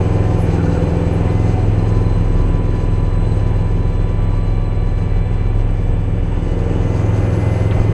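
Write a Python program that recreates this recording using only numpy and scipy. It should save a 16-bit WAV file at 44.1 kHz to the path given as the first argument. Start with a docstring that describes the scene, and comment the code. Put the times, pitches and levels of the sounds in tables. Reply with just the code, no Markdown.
"""A three-cylinder diesel tractor, heard inside its cab as it pushes a snowblower through snow.
The engine is a sum of tones locked to its four-stroke cycle, plus knocks; geared drives whine as tones.
The impeller throbs at its blade rate; snow hiss, scrapes, clatter, noise swells and roar are shaped noise.
The blower starts full of snow, runs light for some seconds, then bites in again; levels follow its load."""
import sys
import numpy as np
from scipy import signal
from scipy.fft import rfft, irfft
from scipy.io import wavfile

SR = 44100
rng = np.random.default_rng(int(sys.argv[2]) if len(sys.argv) > 2 else 0)


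def generate_wav(sig):
    """Save sig (samples, or channels by samples) to the path in sys.argv[1] as 16-bit PCM at SR."""
    pcm = np.round(np.clip(np.atleast_2d(sig).T, -1, 1) * 32767).astype(np.int16)
    wavfile.write(sys.argv[1], SR, pcm)


N = 349713
TIME = np.arange(N) / SR
BINS = np.fft.rfftfreq(N, 1 / SR)
THUD_AT = 0.29  # share of a cycle at which the thud lands


def engine(cycles, speed, load):
    """Orders of the cycle rate, locked in phase, sum to a thud; the cab's many paths smear the high ones."""
    # engine tones: order [cycle rates], light level/dB, loaded level/dB
    orders_db = [(2, -43, -36), (3, -47, -42), (4, -25, -20), (6, -39, -32), (7, -34, -28), (8, -29, -24),
                 (9, -40, -36), (10, -45, -45), (11, -57, -46), (12, -38, -36), (13, -53, -43),
                 (14, -38.5, -31), (15, -50, -42), (16, -44, -38), (17, -41, -34), (18, -39, -32),
                 (19, -41, -40), (20, -54, -48), (21, -42, -39), (22, -43, -34), (23, -45, -49),
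                 (25, -54, -44), (26, -57, -44), (27, -47, -41), (29, -53, -49), (30, -60, -47),
                 (31, -50, -45), (34, -61, -46), (36, -49, -51), (37, -51, -53), (39, -61, -51),
                 (44, -58, -53), (52, -57, -53), (65, -64, -57), (78, -62, -56), (104, -63, -61),
                 (117, -62, -57)]
    thud_lag_turns = 0.2  # the cab delays every order alike
    flip_order, flip_span, flip_turns = 8.5, 0.8, 0.47  # the cab's response swings round here
    smear_order, smear_span, smear_turns = 23, 2, 0.4  # timing scatters above this order
    since_thud = cycles - THUD_AT

    # the fifth order falls behind as the load comes on, by 1 rad at full load
    boom_turns = 5 * since_thud - thud_lag_turns - load / (2 * np.pi)
    boom_db = -21 + panel_lift(5 * speed) + swell(5)
    out = -tone(boom_turns, boom_db, waver_db=0.65, slip_rad=0.3, rate_hz=8.9)

    firing_db = 0.9 * drift(rate_hz=16)  # shared by all orders but the fifth
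    for order, light_db, heavy_db in orders_db:
        flip = smooth_step(order, flip_order, flip_span)
        smear = smooth_step(order, smear_order, smear_span)
        lag_turns = thud_lag_turns + cab_lag(order * speed) + flip_turns * flip
        lag_turns += smear_turns * smear * rng.standard_normal()
        # single firings differ, and that shakes the high orders most
        unrest = np.tanh(order / 16)
        db = loaded(light_db, heavy_db, load) + swell(order) + firing_db * unrest ** 2
        turns = order * since_thud - lag_turns
        out -= tone(turns, db, waver_db=1.5 * unrest, slip_rad=0.22 * unrest, rate_hz=4)
    return out


def knocks(cycles, speed, load):
    """Four uneven knocks ring the cab in each cycle: quick rise, short ring, random strength and pitch."""
    # knocks: delay after thud [cycles], mean f/Hz, light peak level/dB, loaded peak level/dB, before spread
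    knock_rows = [(-.03, 380, -34, -27.5), (.05, 540, -37, -27), (.46, 470, -35, -32), (.8, 550, -38, -31)]
    rise_s, detune_log, spread_db = 0.0034, 0.1, 3
    out = np.zeros(N)
    for delay, hz, light_db, heavy_db in knock_rows:
        turns = cycles - THUD_AT - delay + 1  # +1 keeps the count positive
        which = turns.astype(int)
        age_s = turns % 1 / speed
        strength, detune, start_turns = rng.standard_normal((which[-1] + 1, 3))[which].T
        knock_hz = hz * np.exp(detune_log * detune)
        ring = np.sin(2 * np.pi * (knock_hz * age_s + start_turns))
        envelope = (age_s / rise_s * np.exp(1 - age_s / rise_s)) ** 2
        db = loaded(light_db, heavy_db, load) + spread_db * np.tanh(strength)
        out += ring * envelope * amp(db)
    return out


def drives(cycles, speed, load):
    """Gear teeth and pump pistons whine at fixed multiples of the cycle rate; backlash makes them flutter."""
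    # whines near 740 Hz, 1 kHz, 2 kHz and 4 kHz: t/s, level/dB
    hum_db = [(0, -44), (.13, -44), (.36, -32.5), (.5, -45), (1.1, -48), (1.26, -36), (1.42, -38),
              (1.56, -32.5), (1.8, -45), (2.3, -56), (7.93, -54)]
    low_whine_db = [(0, -43), (.1, -40), (.35, -39.5), (.47, -53), (1.12, -51), (1.23, -38), (1.42, -44),
                    (1.8, -46), (1.95, -40.5), (2.25, -43), (2.5, -39.5), (3.3, -42.5), (4.2, -43),
                    (4.4, -46), (5.2, -46), (6.1, -54), (6.5, -49), (7.1, -49), (7.5, -58)]
    mid_whine_db = [(0, -55), (.35, -54), (.6, -63), (1.2, -58), (1.3, -44), (1.5, -44.5), (1.7, -57),
                    (3, -65), (4.2, -55.5), (4.8, -63), (5.15, -53), (6.1, -62), (6.45, -52.5), (6.85, -53),
                    (7.02, -48), (7.3, -48.5), (7.45, -43.5), (7.93, -44.5)]
    high_whine_db = [(0, -63), (.4, -63), (.8, -56), (1.15, -56.5), (1.4, -64), (2.15, -55.5), (2.3, -59),
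                     (3.1, -59), (3.27, -52.5), (3.7, -62), (5.2, -66), (6, -72), (7.93, -66)]
    # further gear whines: order [cycle rates]
    whine_orders = (24.12, 72.36)
    # their levels: light level/dB, loaded level/dB, flutter [rad]
    whine_db = [(-41.5, -35, 0.24), (-63.5, -53, 0.34)]
    # hydraulic pump harmonics, first upwards: light level/dB, loaded level/dB, flutter [rad]
    pump_db = [(-52, -71, 0.19), (-52.5, -53, 0.24), (-53.5, -52, 0.74), (-57, -51.5, 0.41),
               (-64.5, -70.5, .35), (-62.5, -63, 0.49), (-66, -68, .9)]
    pump_order = 28.165  # piston strokes per cycle
    high_order = 195.0

    out = whine(35.04 * cycles, curves(hum_db)[0], flutter_rad=0.1, rough_db=1)
    out += whine(48.24 * cycles, curves(low_whine_db)[0], flutter_rad=0.15, rough_db=1)
    out += whine(96.46 * cycles, curves(mid_whine_db)[0], flutter_rad=0.25, rough_db=1.2)
    high_db = curves(high_whine_db)[0]
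    out += whine(high_order * cycles, high_db, flutter_rad=0.7, rough_db=3.2)
    out += whine(2 * high_order * cycles, high_db - 7, flutter_rad=1.3, rough_db=3)  # octave

    pump_orders = [pump_order * k for k in range(1, len(pump_db) + 1)]
    orders = [*whine_orders, *pump_orders]
    levels = [*whine_db, *pump_db]
    for order, (light_db, heavy_db, flutter_rad) in zip(orders, levels):
        db = loaded(light_db, heavy_db, load) + panel_lift(order * speed) + swell(order)
        out += whine(order * cycles, db, flutter_rad, rough_db=2)
    return out


def impeller(cycles, load):
    """Each blade pushes a pulse of air; the throb turns weak and uneven when snow packs the blades."""
    # overtones: multiple of blade rate, light level/dB, loaded level/dB, both against the blade tone
    blade_overtones = [(2, -13, -9), (4, -22, -21), (5, -19, -16), (7, -27, -21), (8, -32, -27),
                       (14, -36, -29)]
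    # brief drops of the throb: t/s, half-length/s, level/dB
    throb_dips = [(0.62, 0.035, -14), (6.95, 0.043, -6), (7.462, 0.5, -5.5)]
    blades_per_cycle, blade_lag_turns = 1.669, 0.15
    choke_load, choke_span = 0.33, 0.069
    choke_db, choke_waver_db = -4, 2.5

    packed = smooth_step(load, choke_load, choke_span)
    blade_db = -17.5 + packed * (choke_db + choke_waver_db * drift(rate_hz=1.1))
    blade_db = blade_db + sum(db * bump(s, length) for s, length, db in throb_dips)
    turns = blades_per_cycle * (cycles - THUD_AT) - blade_lag_turns
    out = tone(turns, blade_db, waver_db=0.5, slip_rad=0.08, rate_hz=5.5)
    for multiple, light_db, heavy_db in blade_overtones:
        db = blade_db + loaded(light_db, heavy_db, load)
        out += tone(multiple * turns, db, waver_db=2.5, slip_rad=0.54, rate_hz=1.6)
    return out


def spray(load):
    """Snow hiss as shaped noise, with a shrill narrow ring near 8 kHz; both flicker and follow the load."""
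    # hiss spectrum, shape only: f/Hz, relative level/dB per Hz
    hiss_shape = [(1500, -23), (3300, -2.5), (4900, 2.5), (5500, -4), (6350, 4), (7100, -7), (7600, -2.5),
                  (8300, -8), (9000, -12), (11000, -10), (12300, -39), (15000, -43)]
    # shrill resonances: f/Hz, half-width/Hz, relative level/dB
    shrill_bands = [(7810, 55, -2), (8020, 140, 0)]
    hiss = unit(shaped(rng.standard_normal(N), spectrum(*np.transpose(hiss_shape))))
    hiss = hiss * amp(1.9 * drift(rate_hz=17))
    shrill = unit(sum(amp(db) * band(hz, width) for hz, width, db in shrill_bands))
    shrill = shrill * amp(1.2 * drift(rate_hz=20))
    return hiss * amp(loaded(-57.5, -49.5, load)) + shrill * amp(loaded(-62, -58.5, load))


def scrapes():
    """Packed snow sticks and slips on the steel housing and rings its modes: rough narrow-band noise."""
    # scrapes: t/s, half-length/s, level/dB
    scrape_rows = [(.605, .028, -38), (.675, .028, -37.5), (.75, .02, -40), (.785, .018, -36)]
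    # housing modes: f/Hz, half-width/Hz, relative level/dB
    scrape_modes = [(1370, 50, -4), (1455, 50, 0), (1540, 60, -7)]
    ring = unit(sum(amp(db) * band(hz, width) for hz, width, db in scrape_modes))
    ring = unit(ring * amp(1.5 * drift(rate_hz=60)))
    return ring * sum(amp(db) * bump(s, length) for s, length, db in scrape_rows)


def clatter():
    """Frozen chunks strike the housing: each a sudden noise burst that dies fast."""
    # strikes: t/s, f/Hz, level/dB ahead of the envelope
    strikes = [(7.709, 3100, -32), (7.716, 2100, -28), (7.722, 1300, -29), (7.764, 2000, -33),
               (7.773, 950, -27), (7.788, 2500, -33), (7.796, 1000, -30)]
    rise_s, decay_s = 0.0007, 0.009
    out = np.zeros(N)
    for s, hz, db in strikes:
        age_s = np.maximum(TIME - s, 0)
        envelope = np.exp(-age_s / decay_s) - np.exp(-age_s / rise_s)
        out += amp(db) * band(hz, 0.35 * hz) * envelope
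    return out


def noise_swells():
    """Swells of band noise, from brief puffs to slow rises over a second."""
    # swells: t/s, half-length/s, f/Hz, half-width/Hz, level/dB
    noise_rows = [(0.422, 0.035, 10500, 1400, -51), (0.42, 0.035, 6500, 3100, -53),
                  (1.14, 0.018, 10200, 1600, -55), (.45, .7, 790, 120, -39), (7.05, 0.34, 6400, 730, -55.5),
                  (7.45, 0.45, 10640, 860, -60), (7.25, .5, 1420, 200, -46), (7.775, 0.032, 640, 190, -30),
                  (7.78, 0.06, 34.7, 19, -18)]
    return sum(amp(db) * band(hz, width) * bump(s, length) for s, length, hz, width, db in noise_rows)


def roar(load):
    """Combustion and churned snow: gusty noise whose spectrum moves between running light and loaded."""
    # spectrum ahead of the trim: f/Hz, light level/dB per Hz, loaded level/dB per Hz
    roar_spectra = [(10, -61, -60), (22, -43, -52), (42.8, -37.5, -49), (58, -49, -45.5), (86, -48, -52),
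                    (171.6, -50.5, -44), (230, -63.5, -60), (240, -55.5, -49), (350, -60, -51),
                    (450, -61, -59.5), (510, -60, -57.5), (600, -65, -61), (934, -63, -58),
                    (926, -68.5, -62), (1560, -73.5, -69.5), (2220, -76.5, -72.5), (2920, -77, -73),
                    (3610, -90.5, -88), (6500, -112, -108)]
    trim_db = -1.57
    hz, light_db, heavy_db = np.transpose(roar_spectra)
    gusty = unit(rng.standard_normal(N) * amp(0.5 * drift(rate_hz=6.2)))
    noise = gusty * np.sqrt(SR / 2)  # unit power per Hz
    light = shaped(noise, spectrum(hz, light_db))
    heavy = shaped(noise, spectrum(hz, heavy_db))
    share = 2 ** load - 1  # the roar grows by ratio with the load
    return amp(trim_db) * ((1 - share) * light + share * heavy)


def whine(turns, db, flutter_rad, rough_db):
    """A gear or pump tone: it wavers slowly, and backlash makes it flutter fast."""
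    flutter_hz = 45
    flutter_turns = flutter_rad * drift(flutter_hz) / (2 * np.pi)
    rough = rough_db * drift(flutter_hz)
    return tone(turns + flutter_turns, db + rough, waver_db=1.2, slip_rad=0.4, rate_hz=7)


def tone(turns, db, waver_db, slip_rad, rate_hz):
    """One partial of a rotating part, rms level in dB; its strength and timing waver."""
    gain = np.sqrt(2) * amp(db + waver_db * drift(rate_hz))
    return gain * np.cos(2 * np.pi * turns + slip_rad * drift(rate_hz))


def panel_lift(hz):
    """Decibels that narrow cab resonances add to a tone of this pitch."""
    # resonances: f/Hz, half-width/Hz
    panels = [(106, 1.1), (738, 4), (2041, 19), (2931, 12), (4045, 22)]
    # lift at each centre: level/dB
    panel_db = (4.4, 10.5, 10.9, 2.8, 8.8)
    return sum(db / (1 + ((hz - centre) / width) ** 2) for (centre, width), db in zip(panels, panel_db))


def cab_lag(hz):
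    """Turns of lag at this pitch: each cab mode adds up to one turn across its frequency, spreading the thud."""
    # cab modes: f/Hz, half-width/Hz
    cab_modes = [(208, 30), (283, 14), (323, 10), (448, 12)]
    return sum(smooth_step(hz, centre, width) for centre, width in cab_modes)


def swell(order):
    """Decibels by which the tone at this order briefly swells or sinks in the cab."""
    # swells: nearest whole order, t/s, half-length/s, extra level/dB
    swell_rows = [(5, .9, .25, -3), (5, 1.95, .3, 3), (5, 3.5, .3, 2.5), (5, 6.5, .25, -5),
                  (8, .75, .35, 3), (8, 7.6, .7, -3), (12, 2, .7, 5), (12, 6.4, .5, 4), (14, .9, .6, 4),
                  (14, 2.55, .25, 5), (14, 6.2, .4, 4), (14, 7.5, .5, -3), (24, .85, .35, 5),
                  (22, 6.65, .45, 6.5), (26, 7.3, .45, 5), (25, 7.4, .3, 4), (27, 6.7, .7, 4),
                  (65, 7.3, .5, 4), (78, 7.3, .5, 3), (19, 1, 1, 4), (19, 7.2, .8, -4), (21, 7.2, .9, -9),
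                  (30, 7.3, .6, 6), (56, 2.42, .14, 7), (56, 3.08, .16, 6), (56, 4.55, .6, 5.5),
                  (113, 5, 1.3, 7), (113, 6.65, .22, -10), (197, 6.1, .7, -6), (141, 6.65, .35, 14)]
    return sum(extra_db * bump(s, length) for k, s, length, extra_db in swell_rows if k == round(order))


def loaded(light_db, heavy_db, load):
    """A level that moves with the load, from running light (0) to full of snow (1)."""
    return light_db + (heavy_db - light_db) * load


def bump(s, length):
    """A smooth rise and fall, 1 at its middle and 1/e at one length either side."""
    return np.exp(-((TIME - s) / length) ** 2)


def smooth_step(x, centre, span):
    """Rises from 0 to 1 around the centre."""
    return (1 + np.tanh((x - centre) / span)) / 2


def amp(db):
    """Decibels to gain."""
    return 10 ** (np.asarray(db) / 20)


def unit(x):
    """Scales to an rms of 1."""
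    return x / np.sqrt(np.mean(x ** 2) + 1e-20)


def curves(rows):
    """The columns of a table, joined by straight lines in time."""
    s, *columns = np.transpose(rows)
    return [np.interp(TIME, s, column) for column in columns]


def spectrum(hz, db):
    """Gain at every bin, from points on a log-frequency axis."""
    return amp(np.interp(np.log(BINS + 1), np.log(hz), db))


def shaped(x, gain):
    """Filters by a gain at every bin."""
    return irfft(rfft(x) * gain, N)


def band(hz, width_hz):
    """Noise of rms 1 in a bell-shaped band."""
    return unit(shaped(rng.standard_normal(N), np.exp(-((BINS - hz) / width_hz) ** 2)))


def drift(rate_hz):
    """Random drift of rms 1, moving at up to about this rate."""
    knots = rng.standard_normal(2048)
    hz = np.fft.rfftfreq(len(knots), TIME[-1] / len(knots))
    slow = unit(irfft(rfft(knots) * np.exp(-(hz / rate_hz) ** 2)))
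    return np.interp(TIME, np.linspace(0, TIME[-1], len(slow)), slow)


def scene():
    """One crankshaft turns everything; the blower's load sets how hard it sounds."""
    # engine speed ahead of the hunting: t/s, four-stroke cycle rate f/Hz
    speed_rows = [(0.0, 21.0), (0.3, 21.1), (.43, 21.06), (0.56, 20.79), (1.1, 20.8), (1.42, 21.19),
                  (2.45, 20.661), (3.4, 20.7), (4.65, 20.509), (6.15, 20.705), (6.42, 20.78), (6.6, 20.935),
                  (6.92, 20.935), (7.15, 21.225), (7.93, 21.177)]
    # blower load, as loudness of its roar: t/s, level/dB
    load_rows = [(0.0, -22), (0.8, -20.5), (1.4, -23), (2.4, -26.0), (3.1, -28.5), (3.45, -28), (4.7, -33),
                 (6.05, -32), (6.75, -24.5), (7.6, -21), (7.93, -23.5)]
    light_db, heavy_db = -29.5, -20.5  # running light, full of snow
    hunt_hz, hunt_crest_s, hunt_depth_hz = 2.56, 2.58, 0.05

    load = np.clip((curves(load_rows)[0] - light_db) / (heavy_db - light_db), -0.3, 1.4)
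    # the governor hunts while the blower runs light
    hunting = bump(3.7, 1.9) * np.cos(2 * np.pi * hunt_hz * (TIME - hunt_crest_s))
    speed = curves(speed_rows)[0] + hunt_depth_hz * hunting
    cycles = np.cumsum(speed) / SR

    tractor = engine(cycles, speed, load) + knocks(cycles, speed, load) + drives(cycles, speed, load)
    blower = impeller(cycles, load) + spray(load) + scrapes() + clatter()
    return (tractor + blower + noise_swells() + roar(load))[None]


def record(dry):
    """Fades both ends over 4 ms, then low-passes at 15.2 kHz."""
    fade = np.clip(np.minimum(TIME, TIME[-1] - TIME) / 0.004, 0, 1)
    lowpass = signal.firwin(511, 15200, window=("kaiser", 9), fs=SR)
    return signal.oaconvolve(dry * fade, lowpass[None], "same")


dry = scene()
out = record(dry)
generate_wav(out)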